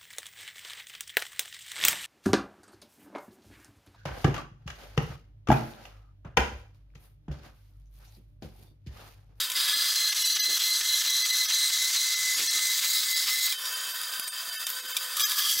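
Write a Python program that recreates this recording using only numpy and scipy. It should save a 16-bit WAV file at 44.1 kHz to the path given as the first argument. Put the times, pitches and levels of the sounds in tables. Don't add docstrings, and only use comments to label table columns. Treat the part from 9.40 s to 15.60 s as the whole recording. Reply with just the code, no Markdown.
import sys
import numpy as np
from scipy import signal
from scipy.fft import rfft, irfft
from scipy.io import wavfile
from scipy.ndimage import uniform_filter1d, minimum_filter1d

SR = 44100
rng = np.random.default_rng(int(sys.argv[2]) if len(sys.argv) > 2 else 0)


def store_pcm(level_fs):
    pcm = np.round(np.clip(level_fs, -1, 1) * 32767).astype(np.int16)
    wavfile.write(sys.argv[1], SR, np.atleast_2d(pcm).T)


def voltage_ratio(decibels):
    exponent = np.asarray(decibels, float) / 20
    return 10 ** exponent


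N = 273420
T = np.arange(N) / SR
LAP_S = .4445
SQUEAL_HZ = 2038


def rms1(x):
    return x / np.sqrt(np.mean(np.abs(x) ** 2))


def curve(rows):
    s, *columns = np.transpose(rows)
    return [np.interp(T, s, c) for c in columns]


def walk(rate):
    steps = np.repeat(rng.standard_normal(int(N / SR * rate) + 2), 8)
    smooth = uniform_filter1d(uniform_filter1d(steps, size=8), size=8)
    return 1.3 * np.interp(T * rate * 8, np.arange(len(smooth)), smooth)


def humps(s, ms, height):
    grid = np.arange(0, N / SR, 1 / 1000)[:, None]
    shape = np.exp(-4 * np.log(2) * (1000 * (grid - s) / ms) ** 2)
    return np.interp(T, grid[:, 0], shape @ height)


def ring(x, hz, width, order=1):
    b, a = signal.iirpeak(hz, hz / width, SR)
    return signal.sosfilt([np.r_[b, a]] * order, x)


def waver(hz, width, steady):
    pole = [1, 1.5 * np.pi * width / SR - 1]
    flicker = signal.lfilter([1], np.convolve(pole, pole), rng.standard_normal((2, N)))
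    flicker = steady + rms1(flicker[0] + 1j * flicker[1])
    turning = np.exp(2j * np.pi * np.cumsum(hz + 0 * T) / SR)
    return rms1(np.imag(flicker * turning))


def colour(x, points):
    hz, db = np.transpose(points)
    f = np.fft.rfftfreq(N, 1 / SR) + 1
    return irfft(rfft(x) * voltage_ratio(np.interp(np.log(f), np.log(hz), db, left=-120)), N)


def grit(spread_db, rate, flutter_db):
    size = np.minimum(rng.exponential(size=N // 16 + 1), 3)
    force_db = spread_db * np.repeat(size, 16)[:N] + flutter_db * walk(rate)
    return rms1(rng.standard_normal(N) * voltage_ratio(force_db))


def body(push, modes, spectrum, fill_db, wander_db, rate):
    rings = 0
    for f, w, db in modes:
        level = voltage_ratio(db + 1 - f / 3500 + wander_db * walk(rate))
        rings = rings + level * ring(push, f, (1.2 + f / 14000) * w, order=2)
    rings = signal.sosfilt(signal.butter(3, 600, "high", fs=SR, output="sos"), rings)
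    sound = rings + voltage_ratio(fill_db) * colour(push * rng.choice([-1, 1], N), spectrum)
    return rms1(sound + signal.sosfiltfilt(signal.butter(5, 960, "high", fs=SR, output="sos"), sound))


# time in seconds, width in ms, change in dB.
LEVEL_SWINGS = [(.014, 22, 1), (.03, 12, -3), (.086, 14, -0.5), (.143, 14, 0.5), (.227, 10, -1.5),
                (.286, 8.9, 2), (.301, 14, -0.5), (.33, 23, 2.5), (.36, 16, -1), (.4, 24, 0.5), (.2, 30, 1.5),
                (.46, 13, 1), (.502, 12, -1), (.545, 14, -2), (.658, 14, -2.5), (.756, 16, -3), (.835, 12, -1),
                (.865, 28, 0), (.915, 8, -2.5), (.98, 14, -5), (1, 20, 3.5), (1.08, 13, -3.5), (1.16, 24, 0.5),
                (1.36, 30, 1), (1.426, 14, -2.5), (1.63, 15, 3), (1.868, 13, 1), (2.31, 18, -3),
                (2.515, 12, -2), (2.961, 14, 0.5), (3.411, 22, -4), (3.86, 28, -3.5), (3.9, 40, 0.5),
                (4.005, 8, -4), (4.085, 14, -5), (4.172, 19, -1), (4.33, 290, 2.5), (4.73, 30, 1),
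                (4.907, 95, -2), (4.902, 23, -3.5), (5.438, 25, -6.5), (5.787, 11, 0), (5.85, 30, 5.5),
                (5.882, 13, -1.5), (5.905, 12, -3), (5.995, 26, 0), (6.009, 8, -1.5), (6.04, 45, 0),
                (6.17, 24, -2.5)]


def level_swings():
    return voltage_ratio(humps(*np.transpose(LEVEL_SWINGS)))


# first pass in seconds, width in ms, widening in ms per lap,
# dip in dB, shallower by dB per lap.
WORN = [
    (0.539, 22, 1.146, -1.5, 0),
    (0.743, 4.6, 3.7, -14.5, 3.5),
]
# start in seconds, end in seconds, level in dB.
CONTACT = [
    (-.1, 0.021, -26.5),
    (.14, 4.09, -27),
    (5.75, 5.84, -33),
    (5.79, 5.85, -29.5),
    (5.885, 6.4, -31.5),
    (5.95, 6.4, -32),
]


def bite():
    rise_s, release_s = 0.02, 0.11
    ramp = lambda s, length: np.clip(s / length, 0, 1) ** 2
    return sum(voltage_ratio(db) * ramp(T - a, rise_s) * ramp(b + release_s - T, release_s) for a, b, db in CONTACT)


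def worn():
    lap = np.arange(9)
    dips = 0
    for s, ms, wider, db, fade in WORN:
        passes = s + LAP_S * lap
        depth = np.minimum(db + fade * lap, 0) * (passes < CONTACT[1][1])
        dips = dips + humps(passes, ms + wider * lap, depth)
    return dips


STAGE_S = [
    0,
    .55,
    2.15,
    5,
]
# frequency in Hz, width in Hz, level in dB.
ENTRY = [(1706, 71, -6), (2013, 49, 3.5), (3330, 88, 0), (3730, 290, -1.5), (4150, 75, -9), (4850, 170, 2),
         (5200, 53, -10), (5630, 63, -11), (6200, 170, -11), (7460, 96, -8), (8300, 69, -5),
         (9980, 120, -12.5), (10400, 95, -8), (11500, 43, -5), (11900, 62, -13), (13900, 70, -11),
         (14600, 65, -10), (15600, 55, -16)]
MIDDLE = [(1275, 26, -20.5), (1713, 65, -12), (2055, 27, -1), (2640, 150, -17.5), (2916, 32, -9.5),
          (3323, 120, -5.5), (4100, 190, 6.5), (4610, 69, -6), (4810, 31, -6), (5160, 72, -10),
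          (5780, 72, -9), (5496, 38, -4), (5960, 136, -2.5), (6204, 130, -5.5), (6650, 72, -12),
          (6980, 80, -7.5), (7930, 150, -10), (9500, 41, -14), (10220, 280, -15.5), (11280, 380, -10.5),
          (11930, 27, -6), (12200, 43, -25.5), (12600, 79, -14), (13500, 60, -28), (13700, 170, -11.5),
          (15200, 280, -15)]
DEEP = [(1298, 7.5, -15.5), (1776, 53, -9.5), (2048, 33, -1), (2679, 150, -17.5), (2870, 16, -21),
        (3350, 60, -5), (3930, 270, -2.5), (4587, 115, -3.5), (4770, 166, -3.5), (5000, 28, -8.5),
        (5440, 54, -3.5), (6000, 390, -6), (6720, 87, -11), (6770, 31, -1), (7240, 120, -19),
        (7760, 180, -11), (8210, 260, -7), (9170, 52, -15.5), (10060, 90, -7.5), (11340, 84, -12.5),
        (11800, 65, -8.5), (13300, 650, -13.5), (15500, 240, -13)]
SECOND = [(1207, 160, -5.5), (1696, 63, -3.5), (2100, 38, -15), (3290, 210, -1.5), (3770, 150, -7),
          (4710, 160, 1), (4960, 180, -2.5), (5500, 130, -8.5), (6040, 260, -5), (7630, 160, -7.5),
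          (8240, 160, -13), (10200, 320, -13), (10400, 200, -8), (12730, 200, -2.5), (13900, 240, -6.5),
          (14200, 38, -13), (15400, 120, -5)]
# frequency in Hz, level in dB per Hz.
ENTRY_TEAR = [(150, -61), (250, -29), (920, -14.5), (1400, -0.5), (1910, -40), (2080, -2.5), (2520, -4.5),
              (3390, 4), (4790, 4), (5610, -2), (11400, -4.5), (15900, -5)]
MIDDLE_TEAR = [(150, -69), (250, -51), (904, -28), (1260, -22), (1350, -61), (1720, -20), (1880, -41),
               (2010, -3.5), (2430, -26), (4030, 7), (4400, -11), (6110, -1.5), (8810, -8.5), (11400, -12),
               (15900, -32)]
DEEP_TEAR = [(150, -64), (250, -60), (815, -66), (1600, -13), (1750, -6.5), (1910, -27), (2080, 2.5),
             (2390, -10.5), (4030, 4), (4400, -12.5), (6110, 3), (8220, -2), (9120, -12.5), (9950, -4.5),
             (15900, -21)]
SECOND_TEAR = [(150, -65), (250, -30), (904, -36), (1240, -25), (1500, -34), (1720, -20), (2390, -9),
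               (3270, -6), (4710, 0.5), (9120, -5.5), (12700, -6), (15900, -7)]


def cut():
    push = grit(spread_db=3.0, rate=110, flutter_db=0.91)
    stages = [(ENTRY, ENTRY_TEAR), (MIDDLE, MIDDLE_TEAR), (DEEP, DEEP_TEAR), (SECOND, SECOND_TEAR)]
    begun = [np.clip((T - s) / .4 + (.5 if s else 1), 0, 1) for s in STAGE_S] + [0]
    sound = 0
    for k, (modes, tear) in enumerate(stages):
        free = []
        for f, w, db in modes:
            near_squeal = abs(f / SQUEAL_HZ - round(f / SQUEAL_HZ)) < .07 and f < 4200
            free.append((f, w, db - 9 * near_squeal))
        share = np.sqrt(begun[k] - begun[k + 1])
        sound = sound + share * body(push, free, tear, fill_db=-12, wander_db=2.2, rate=16)
    first_piece = T < STAGE_S[3]
    web = np.clip((T - 3.16) / 0.39, 0, 1) * first_piece
    sound = sound + web * (0.94 * ring(sound, 15500, 2600) - 0.72 * ring(sound, 5900, 840))
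    lost = .6 * (begun[1] - begun[3]) * np.clip(2.3 - T / 2, .4, 1)
    sound = sound - lost * ring(sound, 4030, 450)
    sound = sound - 0.5 * np.clip(T - 1.0, 0, 1) * (1 - begun[3]) * ring(sound, 2760, 790)
    through = np.clip((T - 3.5) / 0.054, 0, 1) * first_piece
    sound = sound + through * (0.97 * ring(sound, 5200, 620) - 0.34 * ring(sound, 6200, 1900))
    sound = sound * voltage_ratio(1 * begun[3] * walk(55))
    sound = sound - np.clip((T - 6.07) / 0.042, 0, 1) * ring(sound, 1130, 1400)
    return bite() * sound


# time in seconds, load from 0 to 1.
LOAD = [
    (.3, 0.15),
    (.62, 0.5),
    (4.05, 0.53),
    (4.25, 0.15),
    (5.78, 0.03),
    (5.86, 0),
    (6.1, 0.6),
]


def work_load():
    return curve(LOAD)[0]


# frequency in Hz, width in Hz, level in dB.
FRAME = [(662, 61, -15.5), (1256, 23, -6), (1538, 41, -5.5), (1780, 38, -3), (1854, 18, -6),
         (2170, 66, -18), (2628, 88, -7.5), (3104, 70, -2), (3600, 20, 0), (3776, 100, -5.5),
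         (4110, 35, -16), (4740, 57, 0.5), (4830, 87, 1.5), (5180, 44, -9), (5460, 27, -23),
         (6270, 83, -9.5), (6830, 220, -9), (7080, 69, -8), (8223, 99, -7), (10000, 41, -22),
         (10060, 130, -13.5), (11080, 190, -7), (11470, 33, -7), (13100, 250, -9.5), (13900, 60, -2),
         (13900, 190, -11), (15600, 180, -44)]
# frequency in Hz, level in dB per Hz.
WHIRR = [(150, -60), (250, -27), (459, -57), (501, -15.5), (760, -18), (986, -7), (1520, -4.5),
         (2850, -15.5), (3160, -1.5), (4170, -9.5), (4710, -4.5), (5910, -12), (8220, -8.5), (14300, -17),
         (15900, -3.5)]
# multiple of the motor frequency, level in dB.
MOTOR_ORDERS = [(0.359, -15), (1, 1.5), (1.35, -1), (2, 11), (2.997, 13)]


def idle():
    motor_hz = 504.5
    push = grit(spread_db=1.5, rate=60, flutter_db=.7)
    whirr = body(push, FRAME, WHIRR, fill_db=-5.5, wander_db=2.4, rate=18)
    hum = sum(voltage_ratio(db) * waver(k * motor_hz, width=10 * k, steady=1.8 / k) for k, db in MOTOR_ORDERS)
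    load = work_load()
    return whirr * voltage_ratio(-32 - 9.5 * load) + hum * voltage_ratio(-65.5 - 24 * load)


# time in seconds, peak in dB.
KNOCK = [(0.0991, -21.5), (0.117, -22.5), (1.165, -35), (2.991, -25), (4.1226, -19.5), (4.2535, -25),
         (4.633, -27), (4.735, -28), (4.876, -29), (5.2663, -23), (5.566, -14.5), (5.7673, -20),
         (5.795, -18), (5.803, -20), (5.895, -24.5), (5.917, -21), (5.931, -30), (5.987, -21), (6.019, -24),
         (6.035, -27), (6.06, -37), (6.1, -26)]
# frequency in Hz, width in Hz, level in dB.
PIECE = [(2420, 52, 2), (3700, 320, 8.5), (5330, 1100, -0.5), (6100, 180, -6), (7540, 1400, -3.5),
         (9970, 360, 2.5), (12600, 1300, -3)]
# time in seconds, level in dB.
THUD = [
    (4.1234, -40),
    (4.2554, -60),
    (4.7943, -35),
    (4.876, -42),
    (5.302, -39),
    (5.564, -38),
    (5.799, -52),
]


def knocks():
    t60_s = 0.047
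    force, thud = np.zeros(N), np.zeros(N)
    for s, db in KNOCK:
        i = int(s * SR)
        after = T[:min(N - i, 4000)]
        decay = np.exp(-np.log(1000) * after / t60_s)
        force[i:i + len(after)] += voltage_ratio(db) * decay * np.minimum(after / .001, 1)
    for s, db in THUD:
        thud[int(s * SR)] += voltage_ratio(db)
    push = rng.standard_normal(N) * force
    rattle = sum(voltage_ratio(db) * ring(push, f, w) for f, w, db in PIECE)
    return voltage_ratio(1.5) * rattle + voltage_ratio(-46.0) * push + voltage_ratio(21.0) * ring(thud, 178, 540)


# time in seconds, low line in dB, high line in Hz, high line in dB.
SQUEAL = [(.14, -44, 3920, -48.5), (.37, -43, 4110, -34), (.48, -43, 4110, -34), (.57, -48, 4110, -27.5),
          (.75, -51, 4080, -29), (1.08, -42.5, 4110, -27), (1.3, -41, 4120, -30), (1.7, -39.5, 4070, -30),
          (2.2, -42, 4110, -31), (2.6, -36.5, 4155, -31), (2.85, -38, 4120, -37), (3.3, -38, 4120, -35),
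          (3.55, -38.5, 4150, -36.5), (3.77, -40, 4150, -41.5), (3.95, -33, 4150, -37),
          (4.14, -42, 4150, -35.5)]
# time in seconds, low line in dB.
SQUEAL_AGAIN = [
    (5.95, -50),
    (6.08, -49),
    (6.2, -40),
]


def squeal():
    low_db, high_hz, high_db = curve(SQUEAL)
    break_db, break_ms = -15, 55
    first, second = WORN[0][0], WORN[1][0]
    lap = (T - second) / LAP_S % 1 - .5

    def near(s):
        away_s = (((T - s) / LAP_S + .5) % 1 - .5) * LAP_S
        return np.exp(-(away_s * 2000 / break_ms) ** 2)

    broken = break_db * (near(second) + .7 * np.clip(1.7 - T / 2, .15, 1) * near(first))
    low_db = low_db + 5.5 * lap + 0.77 * broken
    high_db = high_db + broken
    high_hz = high_hz + 19 * lap
    cutting = np.clip((T - SQUEAL[0][0]) * 50, 0, 1) * np.clip((SQUEAL[-1][0] - T) * 50, 0, 1)
    low = waver(SQUEAL_HZ + 6 * walk(9), width=26, steady=1.1)
    high = waver(high_hz + 30 * walk(50), width=105, steady=.85) * voltage_ratio(1.2 * walk(25))
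    partner = waver(3935 + 30 * walk(60), width=110, steady=.6) * voltage_ratio(2 * walk(20))
    high = high + np.clip((T - 1.25) / .3, 0, .9) * partner
    upper = waver(2.0 * high_hz + 50 * walk(6.1), width=85, steady=0.29)
    long_cut = cutting * (voltage_ratio(low_db) * low + voltage_ratio(high_db - 1.5) * (high + voltage_ratio(-36) * upper))
    return long_cut + voltage_ratio(curve(SQUEAL_AGAIN)[0]) * (T > CONTACT[4][0]) * low


# time in seconds, level in dB, length in ms.
BUMP = [(0.372, -38, 18), (0.731, -44.5, 19.6), (1.109, -32.5, 52), (0.967, -49, 14), (1.413, -36, 5.8),
        (0.83, -54, 69), (1.66, -45, 19.4), (1.94, -50, 40), (2.11, -56, 30.7), (2.285, -55, 25),
        (2.41, -62, 31), (2.65, -47, 22.5), (2.739, -46, 16), (3.009, -34.5, 68), (3.16, -39, 49),
        (3.57, -46, 24), (3.637, -43, 12), (3.77, -49, 22), (3.98, -42.5, 31), (4.389, -47, 24),
        (4.48, -49, 45), (5.08, -47, 27), (5.445, -45, 64), (6.11, -43, 23)]


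def bumps():
    noise = rng.standard_normal(N)
    s, db, ms = np.transpose(BUMP)
    bump_hz = 337
    puffs = humps(s, ms, voltage_ratio(db)) * rms1(ring(noise, bump_hz, 1.53 * bump_hz, order=2))
    taps = (rng.random(N) < 55 / SR) * rng.standard_normal(N) + .013 * noise
    load = work_load()
    loose = load * np.clip((T - 2.05) / 1.2, 0, 1) + 0.11 * (T > STAGE_S[3]) * load
    stand_db = -76 + 30 * loose - 5.9 * (2 - load)
    return voltage_ratio(-17.5) * puffs + voltage_ratio(stand_db) * rms1(ring(taps, 90, 420))


# first pass in seconds, length in ms, level in dB, change in dB per
SCRAPE = [
    (.727, 13, -29, -1),
    (.775, 42, -33, 0.5),
    (0.97, 12, -28.5, -0.5),
]
# frequency in Hz, level in dB per Hz.
SCRAPE_TONE = [(700, -23), (1300, -9), (2500, -5.5), (3300, -1), (5000, -1.5), (8000, -22), (15900, -39)]
# frequency in Hz, width in Hz, start in seconds, fade in seconds, level in dB.
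LAST_RING = (5580, 160, 4.2, .2, -43)


def scrape():
    lap = np.arange(8)
    rasp = sum(humps(s + LAP_S * lap, ms + 0 * lap, voltage_ratio(db + fade * lap)) for s, ms, db, fade in SCRAPE)
    hz, width, start, fade, db = LAST_RING
    slide = np.clip((T - start) * 40, 0, 1) * np.exp(-np.maximum(T - start, 0) / fade)
    rough = rms1(colour(rng.standard_normal(N), SCRAPE_TONE))
    return rasp * rough + voltage_ratio(db) * slide * waver(hz, width, steady=0.39)


# time in seconds, peak in dB.
TICK = [
    (4.6154, -23.5),
    (4.652, -36),
    (4.7968, -17),
    (4.878, -21),
    (5.2677, -16),
    (5.3016, -21),
    (5.303, -27),
    (5.897, -23),
    (6.003, -22),
]


def ticks():
    t60_s = 0.011
    force = np.zeros(N)
    for s, db in TICK:
        i = int(s * SR)
        force[i:i + 1500] += voltage_ratio(db) * np.exp(-np.log(1000) * T[:1500] / t60_s)
    push = rng.standard_normal(N) * force
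    return ring(push, 11400, 8700) + voltage_ratio(-5.0) * ring(push, 2600, 4100)


# time in seconds, frequency in Hz, level in dB, t60 in seconds.
PING = [
    (4.615, 10100, -27, 0.023),
    (4.616, 13700, -36, .015),
    (4.656, 10200, -33, .025),
    (4.799, 10050, -35, 0.1),
    (4.799, 11700, -41, .08),
    (4.874, 11900, -38, .02),
    (4.879, 8340, -34, 0.13),
    (4.881, 9530, -34, 0.11),
    (4.735, 1566, -35, 0.14),
    (4.737, 3060, -35, .05),
]


def pings():
    after = lambda s: np.maximum(T - s, 0)
    return sum(voltage_ratio(db - 60 * after(s) / t60) * np.sin(2 * np.pi * hz * after(s)) for s, hz, db, t60 in PING)


def scene():
    saw = level_swings() * (voltage_ratio(worn()) * (cut() + squeal()) + idle())
    mono = saw + knocks() + bumps() + scrape() + ticks() + pings()
    return np.array([mono, mono])


# time in seconds, width in ms, treble valleys in dB.
THIN = [(0.34, 20, -9), (0.711, 12, -12), (0.839, 12, -10), (0.887, 14, -10), (0.943, 13, -11),
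        (1.014, 29, -26), (1.839, 15, -12), (1.919, 10, -11), (2.072, 21, -11), (2.754, 18, -10),
        (2.955, 14, -9), (3.091, 18, -15), (3.744, 14, -15), (4.168, 19, -8), (4.348, 16, -11),
        (4.531, 18, -9), (4.822, 18, -9), (4.856, 17, -10), (4.905, 26, -9), (5.114, 16, -11),
        (5.174, 28, -19), (5.256, 13, -21), (5.418, 15, -14), (5.473, 12, -10), (5.535, 14, -19),
        (5.849, 29, -30)]


def speed_up_thinning(x):
    f, t, z = signal.stft(x, SR, nperseg=1024, noverlap=896)
    size = uniform_filter1d(np.abs(z), size=13, axis=1)
    tops = lambda bins: size >= -minimum_filter1d(-size, size=bins, axis=0)
    tallest = np.where(f[:, None] < 6800, tops(bins=11), tops(bins=35))
    keep = -minimum_filter1d(-1. * tallest, size=3, axis=0)
    partials = voltage_ratio(3) * signal.istft(z * keep, SR, nperseg=1024, noverlap=896)[1][:N]
    s, ms, treble_db = np.transpose(THIN)
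    gap = x - partials
    gap_low = signal.sosfiltfilt(signal.butter(4, 7300, "low", fs=SR, output="sos"), gap)
    low_gain = voltage_ratio(humps(s, ms, 1.5 * .72 * treble_db))
    high_gain = voltage_ratio(humps(s, ms, 1.5 * treble_db))
    out = partials + low_gain * gap_low + high_gain * (gap - gap_low)
    bass = signal.sosfiltfilt(signal.butter(4, 1300, "low", fs=SR, output="sos"), out)
    bass_gain = voltage_ratio(humps(s, ms, 1.4 * np.minimum(treble_db + 9, 0)))
    return out + (bass_gain - 1) * bass


def band_limit(x):
    return signal.sosfilt(signal.butter(12, 17020, fs=SR, output="sos"), x)


def record(dry):
    limit = .3
    x = limit * np.tanh(1.095 * dry[0] / limit)
    out = speed_up_thinning(x)
    out = signal.sosfilt(signal.ellip(10, .2, 44, 15800, fs=SR, output="sos"), out)
    return band_limit(np.array([out, out]))


dry = scene()
out = record(dry)
store_pcm(out)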